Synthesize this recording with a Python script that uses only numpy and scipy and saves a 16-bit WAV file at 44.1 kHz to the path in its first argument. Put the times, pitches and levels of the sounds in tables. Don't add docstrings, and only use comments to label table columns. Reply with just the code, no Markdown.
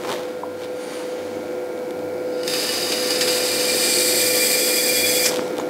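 import sys
import numpy as np
from scipy import signal
from scipy.fft import rfft, irfft
from scipy.io import wavfile
from scipy.ndimage import uniform_filter1d

SR = 44100
rng = np.random.default_rng(int(sys.argv[2]) if len(sys.argv) > 2 else 0)


def pcm_store(signal):
    levels = np.round(np.clip(np.atleast_2d(signal), -1, 1) * 32767)
    wavfile.write(sys.argv[1], SR, levels.astype(np.int16).T)


N = 250929
TIME = np.arange(N) / SR
FREQ = np.maximum(np.fft.rfftfreq(2 * N, 1 / SR), 1)

# (frequency [Hz], level [dB])
HISS_COLOUR = [(2000, 0), (4300, 2.5), (5500, -8), (8000, -3), (15500, -14)]
# (pitch [Hz], level [dB])
HUM_TONES = [(100.1, -29.5), (300.15, -10.5), (476.1, -19.5), (500.25, 1.5), (524.4, -17), (1297, -26.5),
             (1396.5, -17.5), (1497, -25.5), (1597, -25), (2245, -26), (2293, -26)]
# (pitch [Hz], level [dB])
DRIVE_TONES = [(158, -24), (240, -15), (323, -12.5), (359, -8), (424, -24.5)]
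# (frequency [Hz], level [dB])
RUMBLE_COLOUR = [(25, -37), (55, -34), (85, -18), (130, -16), (200, -4.5), (280, -3), (335, 1.5), (480, 2),
                 (640, -2), (720, -3), (950, -12), (1200, -20.5), (1450, -18.5), (1900, -20), (2300, -18),
                 (2700, -28.5), (3200, -32), (4500, -27.5), (8000, -34.5)]

# (time [s], level [dB], rise [s], fall [s])
SLEEVE_MOVES = [(.115, -28, 0.82, 0.8), (.635, -37.5, 0.52, .28), (5.31, -28.5, .04, 0.52),
                (5.6, -36, 0.86, .45)]
# (frequency [Hz], level [dB])
SLEEVE_COLOUR = [(150, -5.5), (700, 1), (1200, -5), (2200, -11), (4000, -13), (10000, -23.5), (15500, -28)]
# (time [s], level [dB], rise [s], fall [s])
PALM_SLIDES = [(.8, -41.5, .22, .7), (.93, -38.5, 0.98, 3), (1.22, -47.5, 0.9, 3.0)]
# (frequency [Hz], level [dB])
PALM_COLOUR = [(900, 4), (2200, -1.5), (4200, -5), (4620, -4), (5000, -8), (6700, -7), (7900, -13.5),
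               (9200, -16), (10200, -14), (11000, -17), (15500, -26)]
# (time [s], level [dB], rise [s], fall [s])
TOOL_RUBS = [(.83, -47, .25, .9), (.95, -46, 0.97, 0.82), (3.92, -28.5, 1, 1.4)]
# (frequency [Hz], width [Hz], level [dB])
RUB_RESONANCES = [(4600, 300, -4), (9140, 1800, 0)]
# (time [s], level [dB])
CLAY_TICKS = [(.103, -21), (.117, -19), (.127, -18), (.643, -31), (.994, -30), (1.777, -34), (1.791, -35),
              (1.908, -28), (1.992, -35), (5.322, -18), (5.342, -17), (5.360, -17), (5.370, -18.5),
              (5.386, -24), (5.480, -28), (5.569, -27), (5.583, -20)]
# (frequency [Hz], level [dB])
TICK_COLOUR = [(900, -22), (2000, -4), (3500, 4), (5500, -6.5), (9000, -6.5), (15000, -18)]
# (time [s], level [dB], decay [s], centre [Hz], width [Hz], hardness [0-1])
HAND_BUMPS = [(0.048, -24.5, 0.047, 900, 1800, 0), (.06, -43, 0.49, 115, 80, 0.1),
              (.098, -22, 0.19, 435, 650, 0), (0.115, -25, .07, 800, 1400, 0),
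              (0.633, -38.5, .12, 3500, 2000, 0), (5.393, -14, 0.0076, 1160, 1200, 1),
              (5.393, -21, 0.04, 240, 220, 0.96), (5.588, -18, 0.042, 480, 420, 0.4),
              (5.599, -18, 0.029, 680, 600, 0.96), (5.599, -33, 0.026, 6800, 800, .7)]
# (pitch [Hz], level [dB], decay [s])
KNOCK_TONES = [(694, -27.5, 0.11), (977, -9.5, 0.021), (1150, -30, .04)]

# (time [s], depth [0 grazing, 1 cutting, 2 buried])
CUT_DEPTHS = [(3.1, 0.033), (3.27, 0.29), (3.7, 0.52), (3.83, 0.74), (4.05, 1.18), (4.3, 1.66), (5.3, 1.95)]
# (frequency [Hz], grazing [dB], cutting [dB], buried [dB])
GRIT_COLOUR = [(400, -10, -5, -6), (1020, -7, -11.5, -22), (2085, -3.5, 1, 3.5), (3200, -5.5, -1, -4.5),
               (4140, -1.5, 0, -2), (6530, -3.5, -0.5, -0.5), (9700, -13.5, -1, 3.5), (11200, -8, -5.5, -2),
               (13800, -12, -1.5, 3), (15400, -14, -10, -5.5)]
# (frequency [Hz], width [Hz], grazing [dB], cutting [dB], buried [dB])
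TOOL_RESONANCES = [(1166, 34, 9.5, 10, 22), (1782, 116, 6, 7, 8), (1970, 92, 1.5, 2.5, 3),
                   (2640, 210, 6.5, -1, -1), (2930, 106, 10.5, 1, -3), (3800, 240, 6.5, 6.5, 0.5),
                   (4396, 370, 3.5, 10.5, 5.5), (4900, 620, 6.5, 7.5, 9.5), (4870, 176, 7, 3.5, 3),
                   (5180, 70, 6.5, 3, 2), (5760, 190, -5, 7, 1), (6360, 110, 5, 6, -7),
                   (7670, 560, 3.5, 11.5, 6), (8360, 280, 8, 6, 6), (8920, 880, 6, 8, 0.5),
                   (10350, 530, 9, 5, 0), (11450, 370, -0.5, 0, 4), (13000, 500, 3, 6.5, -1)]
# (time [s], level [dB], decay [s])
GRAIN_CATCHES = [(2.433, -24, 0.021), (2.478, -14, 0.027), (2.536, -16, .028), (2.691, -20, .03),
                 (2.777, -21, 0.018), (2.92, -18, 0.12), (3.105, -18, 0.062), (3.209, -13.5, 0.096),
                 (3.216, -18, 0.065), (3.276, -18, 0.12)]
# (time [s], level [dB], rise [s], fall [s])
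FLICK_MOVES = [(5.262, -17, 0.098, 0.085), (5.293, -23.5, .1, 0.036)]
# (frequency [Hz], level [dB])
FLICK_TONE_COLOUR = [(1500, -1), (4000, -5), (5500, 5), (7800, 0), (9500, -14), (10600, -4), (15000, -31)]
# (pitch [Hz], width [Hz], level [dB], group [0 early, 1 late])
CHATTER_TONES = [(2385, 34, 0, 0), (2196, 12, -7, 1), (3390, 32, -.5, 1), (4743, 34, -.5, 1),
                 (4867, 24, -1.5, 1), (6200, 20, -6.5, 1)]
# (depth where growth stops [depth units], level there [dB], slope [dB per unit])
CHATTER_GROWTH = [(.9, -31.3, 14), (2.05, -31.5, 14)]
# (time [s], level [dB], pitch [Hz])
SQUEALS = [(3.521, -31, 2385), (3.698, -26, 2385), (3.899, -27, 2385), (4.306, -27, 2385),
           (4.424, -23, 2385), (4.543, -26, 2385), (4.803, -28, 3390), (4.901, -24, 2385),
           (4.991, -30, 3390), (5.0, -27, 2385), (5.042, -24, 2365), (5.058, -25, 3370), (5.105, -29, 6200),
           (5.127, -26, 3390), (5.183, -27, 3390), (5.24, -25, 2385)]

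SWELL_START_S, SWELL_END_S = 0.51, 3.24
BITE_S, LIFT_S = 2.42, 5.27


def undb(db):
    return 10 ** (np.asarray(db) / 20)


def unit(x):
    return x / np.sqrt(np.mean(x ** 2) + 1e-18)


def spectrum(rows, column=1):
    rows = np.asarray(rows)
    bass_cut_db = 40 * np.log10(np.minimum(FREQ / rows[0, 0], 1))
    return np.interp(np.log(FREQ), np.log(rows[:, 0]), rows[:, column]) + bass_cut_db


def resonance(hz, width_hz):
    return -10 * np.log10(1 + ((FREQ ** 2 - hz ** 2) / (FREQ * width_hz)) ** 2)


def colour(x, db):
    cepstrum = irfft(np.log(unit(undb(db)) + 1e-6))
    cepstrum[1:N] *= 2
    cepstrum[N + 1:] = 0
    return irfft(rfft(x, 2 * N) * np.exp(rfft(cepstrum)))[:N]


def noise():
    return rng.standard_normal(N)


def wander(per_s):
    hold = max(int(SR / per_s), 1)
    steps = noise()[np.arange(N) // hold]
    return unit(uniform_filter1d(uniform_filter1d(steps, hold), hold))


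def grains(per_s, spread_db):
    hits = rng.random(N) < per_s / SR
    return unit(hits * np.sign(noise()) * undb(spread_db * np.minimum(rng.exponential(size=N), 5)))


def burst(s, db, decay):
    age = TIME - s
    return noise() * (age >= 0) * undb(db - 60 * np.maximum(age, 0) / decay)


def blow(s, db, decay, hardness):
    click = np.diff(TIME >= s, prepend=False) * undb(db) * np.sqrt(decay * SR / (2 * np.log(1000)))
    return np.sqrt(hardness) * click + np.sqrt(1 - hardness) * burst(s, db, decay)


def wavering(hz, width_hz):
    pitch = hz + width_hz / 2 * wander(4 * width_hz)
    return unit(np.sin(2 * np.pi * np.cumsum(pitch) / SR))


def ramp(start, end):
    return np.clip((TIME - start) / (end - start), 0, 1)


def swell(s, db, rise, fall):
    return undb(db - 60 * np.maximum((s - TIME) / rise, (TIME - s) / fall))


def swells(rows):
    return np.sqrt(sum(swell(*row) ** 2 for row in rows))


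def room_hiss(db=-53.5):
    return undb(db) * colour(noise(), spectrum(HISS_COLOUR))


def workshop(x, pan_db=-11, tail_db=-13):
    pan = burst(0.00067, 0, decay=0.042)
    tail = colour(burst(0.0059, 0, decay=0.68), resonance(2100, 4500))
    echoes = (undb(pan_db) * unit(pan) + undb(tail_db) * unit(tail)) / np.sqrt(N)
    return x + signal.fftconvolve(x, echoes)[:N]


def wheel_loudness(start_db, added_db):
    return undb(start_db + added_db * ramp(SWELL_START_S, SWELL_END_S))


def motor_hum(shaft_hz=24.2, throb=0.16, waver_db=1.5):
    shaft_angle = 2 * np.pi * shaft_hz * TIME + 0.25 * wander(4.5)
    hum = 0
    for hz, db in HUM_TONES:
        hum += undb(db + waver_db * wander(9)) * np.sin(2 * np.pi * (hz * TIME + rng.random()))
    return np.sqrt(2) * hum * (1 + throb * np.sin(shaft_angle)) * wheel_loudness(-33.5, 5.5)


def frame_drone(hz=99, turn_s=0.752, heavy_side_s=0.54):
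    turn_db = 8.5 * np.cos(2 * np.pi * (TIME - heavy_side_s) / turn_s)
    return undb(turn_db) * np.sin(2 * np.pi * hz * TIME + 0.6 * wander(10)) * wheel_loudness(-59.5, 5.5)


def drive_whir(sway_db=4.0):
    whir = 0
    for hz, db in DRIVE_TONES:
        whir += undb(db + sway_db * wander(6)) * np.sin(2 * np.pi * hz * TIME + 1.53 * wander(7))
    return np.sqrt(2) * whir * wheel_loudness(-37, 7)


def bearing_rumble(buzz=0.22):
    ripple = 1 + buzz * np.sin(2 * np.pi * HUM_TONES[0][0] * TIME)
    return colour(noise() * ripple, spectrum(RUMBLE_COLOUR)) * wheel_loudness(-35, 5.5)


def rubbing():
    sleeve = colour(grains(per_s=4000, spread_db=4.0), spectrum(SLEEVE_COLOUR))
    palm = colour(grains(per_s=9000, spread_db=2.5), spectrum(PALM_COLOUR))
    slips = grains(per_s=9000, spread_db=-2.0)
    tool = sum(undb(db) * colour(slips, 2 * resonance(hz, width)) for hz, width, db in RUB_RESONANCES)
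    return sleeve * swells(SLEEVE_MOVES) + palm * swells(PALM_SLIDES) + unit(tool) * swells(TOOL_RUBS)


def ticks_and_bumps():
    ticks = sum(blow(s, db, decay=0.0048, hardness=1) for s, db in CLAY_TICKS)
    bumps = sum(colour(blow(s, db, decay, hardness), 2 * resonance(hz, width))
                for s, db, decay, hz, width, hardness in HAND_BUMPS)
    return colour(ticks, spectrum(TICK_COLOUR)) + bumps


def knock(start_s=0.433, contact_s=0.002):
    age = np.maximum(TIME - start_s, 0)
    ring = sum(undb(db - 60 * age / decay) * np.sin(2 * np.pi * hz * age)
               for hz, db, decay in KNOCK_TONES)
    return ring * (1 - np.exp(-(age / contact_s) ** 2))


def contact(attack_s=0.12, fall_s=0.2):
    release_db = -60 * np.maximum(TIME - LIFT_S, 0) / fall_s
    return ramp(BITE_S, BITE_S + attack_s) * undb(release_db)


def cut_depth():
    return np.interp(TIME, *np.transpose(CUT_DEPTHS))


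def tool_colour(stage):
    boost_db = sum(boosts[stage] / (1 + ((FREQ - hz) / (width / 2)) ** 4)
                   for hz, width, *boosts in TOOL_RESONANCES)
    return spectrum(GRIT_COLOUR, column=stage + 1) + boost_db


def brush():
    touch = colour(grains(per_s=3500, spread_db=2.5), tool_colour(0) + 2 * resonance(2900, 8000))
    return touch * swell(BITE_S, db=-40, rise=0.7, fall=0.3)


def catches():
    crunches = sum(burst(*row) for row in GRAIN_CATCHES)
    return colour(crunches, tool_colour(0) + resonance(2200, 6600))


def flick():
    return colour(grains(per_s=5400, spread_db=3.0), spectrum(FLICK_TONE_COLOUR)) * swells(FLICK_MOVES)


def chatter(stutter=0.78):
    depth, singing = cut_depth(), 0
    for hz, width, db, group in CHATTER_TONES:
        full_depth, full_db, slope = CHATTER_GROWTH[group]
        level_db = db + full_db - slope * np.maximum(full_depth - depth, 0)
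        grip = 1 + stutter * np.tanh(wander(150))
        singing += unit(wavering(hz, width) * grip) * undb(level_db)
    squeals = sum(swell(s, db, rise=0.08, fall=0.11) * wavering(hz, width_hz=24)
                  for s, db, hz in SQUEALS)
    return singing * contact() + squeals


def scrape(graze_db=-25.5, cut_change_db=6, bury_change_db=-1.66, flutter_db=0.77):
    depth, grit = cut_depth(), 0
    for stage in range(3):
        share = np.sqrt(np.clip(1 - abs(depth - stage), 0, 1))
        grit += share * colour(grains(per_s=13000, spread_db=2.0), tool_colour(stage))
    level_db = graze_db + cut_change_db * np.minimum(depth, 1) + bury_change_db * np.maximum(depth - 1, 0)
    return grit * contact() * undb(level_db + flutter_db * wander(70))


def scene():
    background = room_hiss() + motor_hum() + frame_drone() + drive_whir() + bearing_rumble()
    singing = chatter()
    tool = scrape() + brush() + catches() + flick()
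    hands = rubbing() + ticks_and_bumps() + knock()
    mono = background + singing + workshop(hands + tool)
    return np.array([mono, mono])


def record(dry, top_hz=15700):
    return signal.sosfilt(signal.ellip(12, .2, 80, top_hz, fs=SR, output="sos"), dry)


dry = scene()
out = record(dry)
pcm_store(out)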